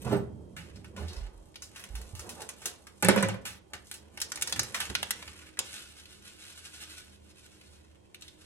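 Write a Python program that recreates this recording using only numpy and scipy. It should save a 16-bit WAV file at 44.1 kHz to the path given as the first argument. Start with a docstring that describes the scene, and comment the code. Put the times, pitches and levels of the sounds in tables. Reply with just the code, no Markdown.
"""Seed packet in a kitchen

In a hard kitchen a drawer shuts with a jingle of cutlery, and someone steps about: decaying sines, low noise.
A small plastic packet is handled and cut open: clumps of clicks ring its film and body.
Scissors drop on the worktop and bounce: noise ticks, ringing modes and a rattle.
Seeds then slide and hiss in the shaken packet: dense grains under swells. A fridge hums in the room tone:
narrow noise bands and a whine over air noise. Random taps give the room's reflections."""
import sys
import numpy as np
from scipy import signal
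from scipy.fft import rfft, irfft, next_fast_len
from scipy.io import wavfile
from scipy.ndimage import uniform_filter1d

SR = 44100
rng = np.random.default_rng(int(sys.argv[2]) if len(sys.argv) > 2 else 0)


def dump_mix(stems):
    """Bounce the given channels to the path in sys.argv[1] as a 16-bit WAV at rate SR."""
    frames = np.atleast_2d(stems).T  # one column per channel
    limited = np.clip(frames, -1, 1)  # hard clip at full scale
    pcm = np.round(limited * 32767).astype(np.int16)
    wavfile.write(sys.argv[1], SR, pcm)


N = 372644


def gain_of(db):
    """dB to gain."""
    return 10 ** (np.asarray(db) / 20)


def evened(x):
    """Scales to rms 1."""
    return x / np.sqrt(np.mean(x ** 2) + 1e-20)


def read(points, hz):
    """Reads a spectrum on a log-frequency axis."""
    f, value = np.transpose(points)
    return np.interp(np.log(hz + 1), np.log(f + 1), value)


def curves(table):
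    """Each column after the first (seconds) as a curve at sample rate."""
    s, *columns = np.transpose(table)
    return [np.interp(np.arange(N) / SR, s, c) for c in columns]


def add(mix, s, sound):
    """Mixes a sound in at time s, in place."""
    part = mix[round(s * SR):][:len(sound)]
    part += sound[:len(part)]


def shaped(x, response):
    """Filters by a function of frequency."""
    size = next_fast_len(N)
    return irfft(rfft(x, size) * response(np.fft.rfftfreq(size, 1 / SR)), size)[..., :N]


def coloured(x, tone):
    """Noise or clicks filtered to a spectrum in relative dB, at rms 1."""
    return evened(shaped(x, lambda hz: gain_of(read(tone, hz))))


def above(hz, corner_hz):
    """Gentle high-pass response, -6 dB at the corner."""
    return hz ** 2 / (hz ** 2 + corner_hz ** 2)


def resonate(x, hz, width_hz):
    """A fixed resonance of gain 1 at its centre."""
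    return signal.lfilter(*signal.iirpeak(hz, hz / width_hz, SR), x)


def swell(t, db, rise_s, t60_s):
    """Envelope that rises as t squared, then dies exponentially."""
    return np.minimum(t / rise_s, 1) ** 2 * gain_of(db - 60 * np.maximum(t - rise_s, 0) / t60_s)


def grains(per_s, spread_db, tone):
    """Random tiny clicks of unlike sizes, coloured by what they shake."""
    sizes = gain_of(spread_db * np.minimum(rng.exponential(1, N), 5))
    clicks = rng.standard_normal(N) * sizes * (rng.random(N) < per_s / SR)
    return coloured(clicks, tone)


def room_tone():
    """Steady air noise, partly shared by the ports, and the fuzzy lines of the fridge with a thin whine."""
    # Each row: frequency in Hz, density in relative dB.
    air_tone = [(30, -14), (87, -8), (250, -14.5), (344, -13), (545, -16.5), (750, -22), (1040, -21.5),
                (1300, -41.5), (3000, -39), (9000, -41), (13500, -54), (14500, -83.5)]
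    # Left-right correlation of the air noise. Each row: frequency in Hz, likeness from -1 to 1.
    likeness = [(60, 0.42), (240, -0.074), (950, -0.51), (3770, 0.11), (15000, 0.94)]
    # Fridge lines. Each row: frequency in Hz, width in Hz, level in dB.
    hum_lines = [(75.2, 12.4, -63.5), (199.8, 4.6, -72), (312.7, 11, -71.5), (364.8, 13, -74.5)]
    air_db, whine_hz, whine_db = -61, 3208, -82

    def same(hz):
        return np.clip(read(likeness, hz), -1, 1)

    left, other = rng.standard_normal((2, N))
    right = shaped(left, same) + shaped(other, lambda hz: np.sqrt(1 - same(hz) ** 2))
    air = coloured(np.array([left, right]), air_tone)
    hum = np.zeros(N)
    for hz, width_hz, db in hum_lines:
        once = resonate(rng.standard_normal(N), hz, width_hz)
        hum += gain_of(db) * evened(resonate(once, hz, width_hz))
    whine = gain_of(whine_db) * np.sin(2 * np.pi * whine_hz * np.arange(N) / SR)
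    return (gain_of(air_db) * air + hum + whine) * gain_of([[-1.6], [1.7]])  # left, right dB


def rumble():
    """Lumpy low noise from wood and panels: a slow bed, and knocks that swell and die, some brighter."""
    # Someone moving about. Each row: time in seconds, level in dB, brightness in dB.
    bed = [(0.25, -44.5, -22), (0.93, -49.5, -31), (1.14, -66, 15.5), (1.57, -64.5, -5), (2.0, -62, 5.5),
           (2.9, -75.5, 12.5), (3.8, -74.5, 4), (4.5, -57.5, 6.5), (5.3, -58.5, -3.5), (5.8, -93, 5)]
    # Drawer, cupboard and hands. Each row: peak in seconds, level in dB, brightness in dB,
    # rise in seconds, t60 in seconds.
    knocks = [(0.073, -36, 4, 0.047, 0.21), (0.131, -25, -0.5, 0.052, 0.19),
              (1.028, -36.5, -10.5, 0.15, 0.14), (2.28, -58.5, 13.5, 0.14, 0.55),
              (2.42, -60.5, 18.5, 0.14, 0.14), (2.659, -62, 20, 0.021, 0.17), (3.4, -47.5, -12, 0.19, 0.6),
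              (3.76, -53.5, 4, 0.087, 0.055), (4.619, -39.5, -26, 0.18, 0.048),
              (4.906, -36, -12, 0.018, 0.12), (5.588, -52, 10.5, 0.0078, 0.23)]
    # Each row: frequency in Hz, density in relative dB.
    rumble_tone = [(40, -23.5), (75, 3), (130, -6.5), (200, -1), (256, -9), (404, -6.5), (593, -8),
                   (680, -14.5), (815, -12), (2020, -27.5), (9000, -44), (15000, -46)]
    t = np.arange(SR) / SR
    level_db, bright_db = curves(bed)
    low_power = gain_of(2 * level_db)
    high_power = gain_of(2 * (level_db + bright_db))
    for s, db, knock_bright_db, rise_s, t60_s in knocks:
        envelope = swell(t, db, rise_s, t60_s)
        start_s = max(s - rise_s, 0)
        add(low_power, start_s, envelope ** 2)
        add(high_power, start_s, (envelope * gain_of(knock_bright_db)) ** 2)
    noise = coloured(rng.standard_normal(N), rumble_tone)
    high = shaped(noise, lambda hz: above(hz, 310.0))
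    return np.sqrt(low_power) * (noise - high) + np.sqrt(high_power) * high


def rustle():
    """Small creases crackle in clumps; fuller handling brings out the body of the bag."""
    # Hands working the packet. Each row: time in seconds, level in dB, body against film in dB.
    handling = [(0.1, -57.5, -2), (0.3, -81, -15.5), (0.75, -71.5, 12.5), (0.95, -79, -3), (1.11, -66, 6),
                (1.25, -76, 22), (1.35, -73.5, -9), (1.57, -71, -31), (1.75, -65.5, 7), (2.33, -59, -18),
                (2.56, -63, 0), (2.67, -57, -3), (2.89, -72, -21), (3.1, -57, 5), (3.35, -87, -6),
                (3.49, -61, 8), (3.6, -86, 2), (3.89, -60, -16), (4.05, -76, 8), (4.3, -56, -9),
                (4.86, -52, 4), (5.0, -56.5, 1), (5.42, -58.5, 8), (5.56, -73.5, 10), (5.75, -80, 10)]
    # Each row: frequency in Hz, density in relative dB.
    film_tone = [(500, -57), (1000, -8.5), (1500, -6.5), (2500, -4), (5500, -7), (8500, -4.5),
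                 (13500, -10.5), (14800, -40)]
    level_db, body_db = curves(handling)
    clumps = evened(uniform_filter1d(rng.standard_normal(N), 500))
    film = grains(1800, 2.7, film_tone) * gain_of(2. * clumps)
    body = resonate(film, 1600, 2500)
    return gain_of(level_db) * (film + (gain_of(body_db) - 1) * body)


def cutlery():
    """Each jolt rings slightly different pieces of steel."""
    # Jolts as the drawer shuts. Each row: start in seconds, level in dB.
    jolts = [(.02, -49), (.05, -66), (.121, -47), (.165, -53)]
    # Modes of the steel. Each row: nominal frequency in Hz, nominal relative level in dB.
    steel_modes = [(8500, -1.1), (12050, 1), (13650, 1)]
    t60_s = 0.14
    t, out = np.arange(SR // 4) / SR, np.zeros(N)
    for s, db in jolts:
        for hz, mode_db in steel_modes:
            u, v = rng.standard_normal(2)
            envelope = gain_of(db + mode_db + 1.7 * u - 60 * t / t60_s)
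            add(out, s, envelope * np.sin(2 * np.pi * hz * (1 + 0.0072 * v) * t))
    return out


def thuds():
    """A soft push sets a panel or the floor swinging at one low pitch."""
    # Drawer meeting its stop, then knocks and heels on the floor.
    # Each row: start in seconds, level in dB, frequency in Hz, t60 in seconds.
    pushes = [(0.051, -32.5, 127.9, 0.5), (0.116, -38.5, 197, 0.44), (0.119, -24.5, 399, 0.17),
              (0.968, -45, 528, 0.12), (0.975, -38, 1030, 0.053), (1.007, -35.5, 82.7, 0.33),
              (1.169, -30, 50.6, 0.2), (1.212, -32, 45.4, 0.27), (1.902, -32.5, 54.4, 0.16),
              (1.941, -30, 51.7, 0.097), (2.011, -36, 45, 0.1), (2.132, -29, 88.3, 0.081),
              (2.205, -40, 81.4, 0.11), (4.58, -47, 88, 0.11), (4.899, -46, 69, 0.091)]
    t, out = np.arange(SR // 2) / SR, np.zeros(N)
    for s, db, hz, t60_s in pushes:
        envelope = gain_of(db - 60 * t / t60_s) * (1 - np.exp(-t / 0.011))
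        add(out, s, envelope * np.sin(2 * np.pi * hz * t) * 2)
    return out


def snaps():
    """Each crease gives way in a sharp click and a dying clump of smaller ones that ring the packet."""
    # Each row: start in seconds, level of the bright edge in dB, film and body in dB against it,
    # t60 of the after-crackle in seconds, pitch of the film in Hz.
    creases = [(0.5652, -43, -3, 8, 0.34, 2030), (0.758, -51.5, 5, -12, 0.23, 4660),
               (0.845, -52, -5, 13.5, 0.12, 2000), (0.964, -53, -23, 18, 0.64, 1800.0),
               (1.082, -58, 23, -3, 0.22, 4240), (1.131, -46.5, 8.5, -12, 0.2, 4900),
               (1.165, -51, 13, -7, 0.31, 4500), (1.543, -55.5, 11, -20, 0.068, 2420),
               (1.5573, -38.5, 8.5, -30, 0.051, 3500), (1.621, -34.5, 0, -8, 0.18, 5800),
               (1.76, -39.5, -14, 5, 0.23, 2660), (1.7943, -31.5, -21, -20, 0.24, 2020.0),
               (1.839, -29.5, -16, -7.5, 0.08, 1840.0), (1.9529, -32.5, -34, 0, 0.2, 2570),
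               (2.015, -30.5, -25, -15, 0.1, 4660), (2.151, -30.5, -30, -9, 0.35, 6900),
               (2.194, -28.5, -12, -8, 0.19, 6900), (2.292, -25, -35, -19, 0.17, 7200),
               (2.405, -34.5, -30, -1.5, 0.17, 2210.0), (2.419, -24.5, -16, -10.5, 0.12, 7260),
               (2.49, -30, -1.5, -0.5, 0.099, 7200), (2.6169, -38.5, -11, 2.5, 0.58, 7100),
               (2.6567, -15, -24, -24, 0.13, 7460), (2.869, -41, -23, 4, 0.14, 2070.0),
               (3.453, -27, -16, -5.5, 0.31, 2440), (3.7343, -34.5, -3, 4.5, 0.13, 1800.0),
               (3.9133, -20.5, -26, -14.5, 0.11, 6950), (3.9405, -27.5, -32, -21, 0.18, 7000.0),
               (4.174, -52, -14, 26, 0.082, 2020.0), (4.202, -23, -19, -21, 0.084, 3220),
               (4.216, -13, -7.5, -40, 0.097, 5200), (4.3191, -21, -5.5, 0.5, 0.039, 5400),
               (4.358, -30, 4.5, -1.5, 0.037, 5560), (4.374, -36, -29, 9.5, 0.1, 2080),
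               (4.412, -24.5, -11.5, -7, 0.037, 5500), (4.422, -10.5, -15.5, -19, 0.06, 6840.0),
               (4.474, -25, 0.5, -1, 0.077, 5100), (4.4957, -28, -31, -4, 0.21, 2850.0),
               (4.5243, -22.5, 1.5, 1, 0.055, 3700), (4.5607, -29, -3.5, -4, 0.13, 1880),
               (4.594, -15, 2, -2.5, 0.046, 5650), (4.632, -20, -39, -33, 0.093, 6900),
               (4.7445, -24.5, -15, 6.5, 0.19, 1990), (4.8026, -21.5, -11, 3, 0.16, 2560),
               (4.899, -44, -18, 18.5, 0.071, 1800.0), (4.9513, -24, 6, 11, 0.021, 3000),
               (5.029, -24.5, -23, 8.5, 0.025, 2100), (5.1072, -9, -13, -36, 0.042, 1850),
               (5.2258, -52, -9, 23, 0.054, 1800.0), (5.278, -44.5, 5, 12.5, 0.032, 2460),
               (5.571, -49, 12, -18, 0.12, 1820), (5.5902, -10, -10.5, -14, 0.043, 6700),
               (5.9676, -53, -6, 4, 0.2, 2900), (6.055, -51, 12, -19, 0.034, 3760.0),
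               (7.612, -49, 0, -2, 0.045, 2250), (8.145, -33.5, -2.5, -33, 0.061, 3000),
               (8.21, -42, -10, -29, 0.076, 3700), (8.222, -43, 12.5, -34, 0.04, 3960),
               (8.2802, -46, 9, -28, 0.054, 3660)]
    # Broad resonances, edge then body. Each row: frequency in Hz, width in Hz.
    packet_modes = [(8300, 14500), (1100, 2350)]
    click_rise_s, click_t60_s, crack_db = 0.00019, 0.0064, 13
    after_db, slower_db = -15, 2.5  # after-crackle at t60 0.05 s, and gain per doubling of t60
    film_q, thin_hz = 2.4, 790  # the film radiates little below thin_hz
    t, out = np.arange(6000) / SR, np.zeros(N)
    for s, db, film_db, body_db, t60_s, film_hz in creases:
        sizes = gain_of(3.5 * rng.exponential(1, len(t)).clip(0, 5))
        crackle_db = after_db + slower_db * np.log2(t60_s / 0.05)
        decay = gain_of(-60 * t / click_t60_s) + gain_of(crackle_db - 60 * t / t60_s)
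        clump = rng.standard_normal(len(t)) * sizes * (1 - np.exp(-t / click_rise_s)) * decay
        clump[[20, 115]] += gain_of(crack_db)  # the crack comes back off the worktop about 2 ms later
        snap = np.zeros(len(t))
        modes = (*packet_modes, (film_hz, film_hz / film_q))
        for mode, mode_db in zip(modes, (0, body_db, film_db)):
            ring = resonate(clump, *mode)
            snap += gain_of(mode_db) * ring / abs(ring).max()
        add(out, s, gain_of(db) * snap)
    return signal.lfilter(*signal.butter(2, thin_hz, "high", fs=SR), out)


def scissors():
    """Steel ticks on stone, and each blow rings the worktop and rattles the handles."""
    # Each row: start in seconds, tick peak in dB, blow into the worktop in dB, rattle of the handles in dB.
    bounces = [(3.025, -12.5, -30, -27.5), (3.047, -11.5, -18.5, -31.5), (3.0856, -3, -11.5, -21.5),
               (3.161, -21, -20, -36), (3.1746, -40, -23, -31), (3.2045, -35, -29, -39),
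               (3.2265, -15, -20.5, -31), (3.2859, -26, -31.5, -36), (3.3421, -39, -35, -50.5)]
    # Each row: nominal frequency in Hz, nominal relative level in dB, t60 in seconds.
    worktop_modes = [(107.6, -12.5, 0.36), (195, -2, 0.14), (378, -7.5, 0.082), (542, -2.5, 0.09),
                     (965, -9.5, 0.062), (1355, -21.5, 0.092), (1544, -10, 0.051), (1740, -6, 0.026),
                     (1980, -11, 0.039), (2330, -19, 0.15), (2840, -26, 0.051), (3510, -24, 0.056)]
    t, out = np.arange(SR // 2) / SR, np.zeros(N)
    for s, tick_db, blow_db, rattle_db in bounces:
        ring = np.zeros(len(t))
        for hz, db, t60_s in worktop_modes:
            u, v, phase = rng.standard_normal(3)  # each blow lands elsewhere
            envelope = gain_of(db + 1.5 * u - 60 * t / t60_s)
            envelope *= 1 - np.exp(-t * hz / 0.82)  # low modes build slowly
            ring += envelope * np.sin(2 * np.pi * hz * (1 + 0.031 * v) * t + phase)
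        tick = resonate(rng.standard_normal(len(t)) * gain_of(-60 * t / 0.006), 10500, 6400)
        noise = rng.standard_normal(len(t)) * gain_of(rattle_db - 60 * t / 0.16)
        rattle = resonate(noise, 1900, 1400) + gain_of(14.5) * resonate(noise, 410, 584)
        add(out, s, gain_of(blow_db) * ring + rattle + gain_of(tick_db) * tick / abs(tick).max())
    return out


def seeds():
    """At each flick of the wrist a dense patter swells and trails off as the seeds slide one way."""
    # Each row: peak in seconds, level in dB, t60 in seconds.
    slides = [(5.66, -49, .6), (5.738, -45, 0.63), (5.91, -57, 0.11), (5.98, -55.5, 0.66),
              (6.118, -55.5, 0.53), (6.269, -52, 0.53), (6.414, -51, .5), (6.485, -52, 0.51),
              (6.59, -50.5, 0.11), (6.654, -50, 0.29), (6.75, -48.5, .3), (6.825, -45.5, .18),
              (6.909, -50, 0.41), (6.989, -49.5, 0.18), (7.07, -59.5, 0.33), (7.14, -61, 0.19),
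              (7.251, -65, 0.18), (7.305, -60, 0.092), (7.385, -60.5, 0.53), (7.465, -58, 0.063),
              (7.525, -62, 0.99), (7.67, -62.5, 0.28), (7.74, -61, 0.3), (8.24, -60, 0.66),
              (8.42, -59.5, .4)]
    # Each row: frequency in Hz, density in relative dB.
    seed_tone = [(590, -14), (1000, -14.5), (1480, -1), (1850, -7.5), (2500, -2.5), (3580, -1.5),
                 (6330, -6.5), (8500, -5), (13700, -12), (14600, -31)]
    rise_s = 0.082
    t, power = np.arange(SR) / SR, np.zeros(N)
    for s, db, t60_s in slides:
        add(power, s - rise_s, swell(t, db, rise_s, t60_s) ** 2)
    return np.sqrt(power) * grains(8000, 3.1, seed_tone)


def kitchen(x, early_db=-4.5, early_t60_s=0.026, late_db=-8.0):
    """Sparse taps of random sign: a quick flutter off tiles and worktop, then a tail dying band by band.
    It drifts between three random patterns, so no one colouring stands still.
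    Narrow in the bass and near 10 kHz."""
    # Each row: frequency in Hz, t60 in seconds.
    late_t60 = [(100, 0.62), (500, 0.43), (2000, 0.36), (6000, 0.26), (14000, 0.019)]
    out, turn = 0, np.arange(N) / SR * 9.
    for k in range(3):
        taps = np.zeros((2, SR))
        at = np.arange(60, SR - 20, 20) + rng.integers(0, 20, (2, (SR - 61) // 20))
        np.put_along_axis(taps, at, rng.choice([-1., 1.], at.shape), 1)
        early = resonate(taps * gain_of(-60 * np.arange(SR) / SR / early_t60_s), 4000, 12000)
        hz, t, bands = signal.stft(taps, SR, nperseg=256)
        bands = bands * gain_of(-60 * t / read(late_t60, hz)[:, None])
        late = signal.istft(bands, SR, nperseg=256)[1][:, :SR]
        tail = gain_of(early_db) * early / np.linalg.norm(early[0])
        tail = tail + gain_of(late_db) * late / np.linalg.norm(late[0])
        share = np.sqrt(2 / 3) * np.cos(np.pi * (turn + k / 3))
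        out = out + signal.fftconvolve(share * x[None], tail, axes=1)[:, :N]

    def width(hz):
        return above(hz, 110.0) * (1 - np.exp(-((hz - 9600) / 2600) ** 2))

    return out.mean(0), shaped(out[0] - out[1], width)


def scene():
    """Direct sound reaches the two ports with a delay and a tilt; the room surrounds them, near mono in the bass."""
    # Each row: frequency in Hz, left against right in dB.
    port_tilt = [(60, -6), (300, -8.5), (1500, -0.5), (8000, 0.5), (15000, 1.5)]
    lead_s = .000108  # the left port hears the packet first
    near = rumble() + rustle() + cutlery() + thuds() + snaps() + scissors() + seeds()
    side = np.array([[.5], [-.5]])
    direct = shaped(near, lambda hz: gain_of(side * read(port_tilt, hz)) * np.exp(2j * np.pi * side * lead_s * hz))
    middle, wide = kitchen(near)
    return direct + (middle + side * wide) * gain_of([[-1.], [1.2]]) + room_tone()


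def record(dry):
    """The small microphone loses the deepest bass, and treble rolls off towards the band limit."""
    bass_hz, treble_hz, edge_hz = 32.0, 12700.0, 16300

    def response(hz):
        return hz ** 2 / np.hypot(hz ** 2, bass_hz ** 2) / np.sqrt(1 + (hz / treble_hz) ** 12)

    band_limit = signal.firwin(511, edge_hz, window=("kaiser", 9), fs=SR)
    return signal.oaconvolve(shaped(dry, response), band_limit[None], "same")


dry = scene()
out = record(dry)
dump_mix(out)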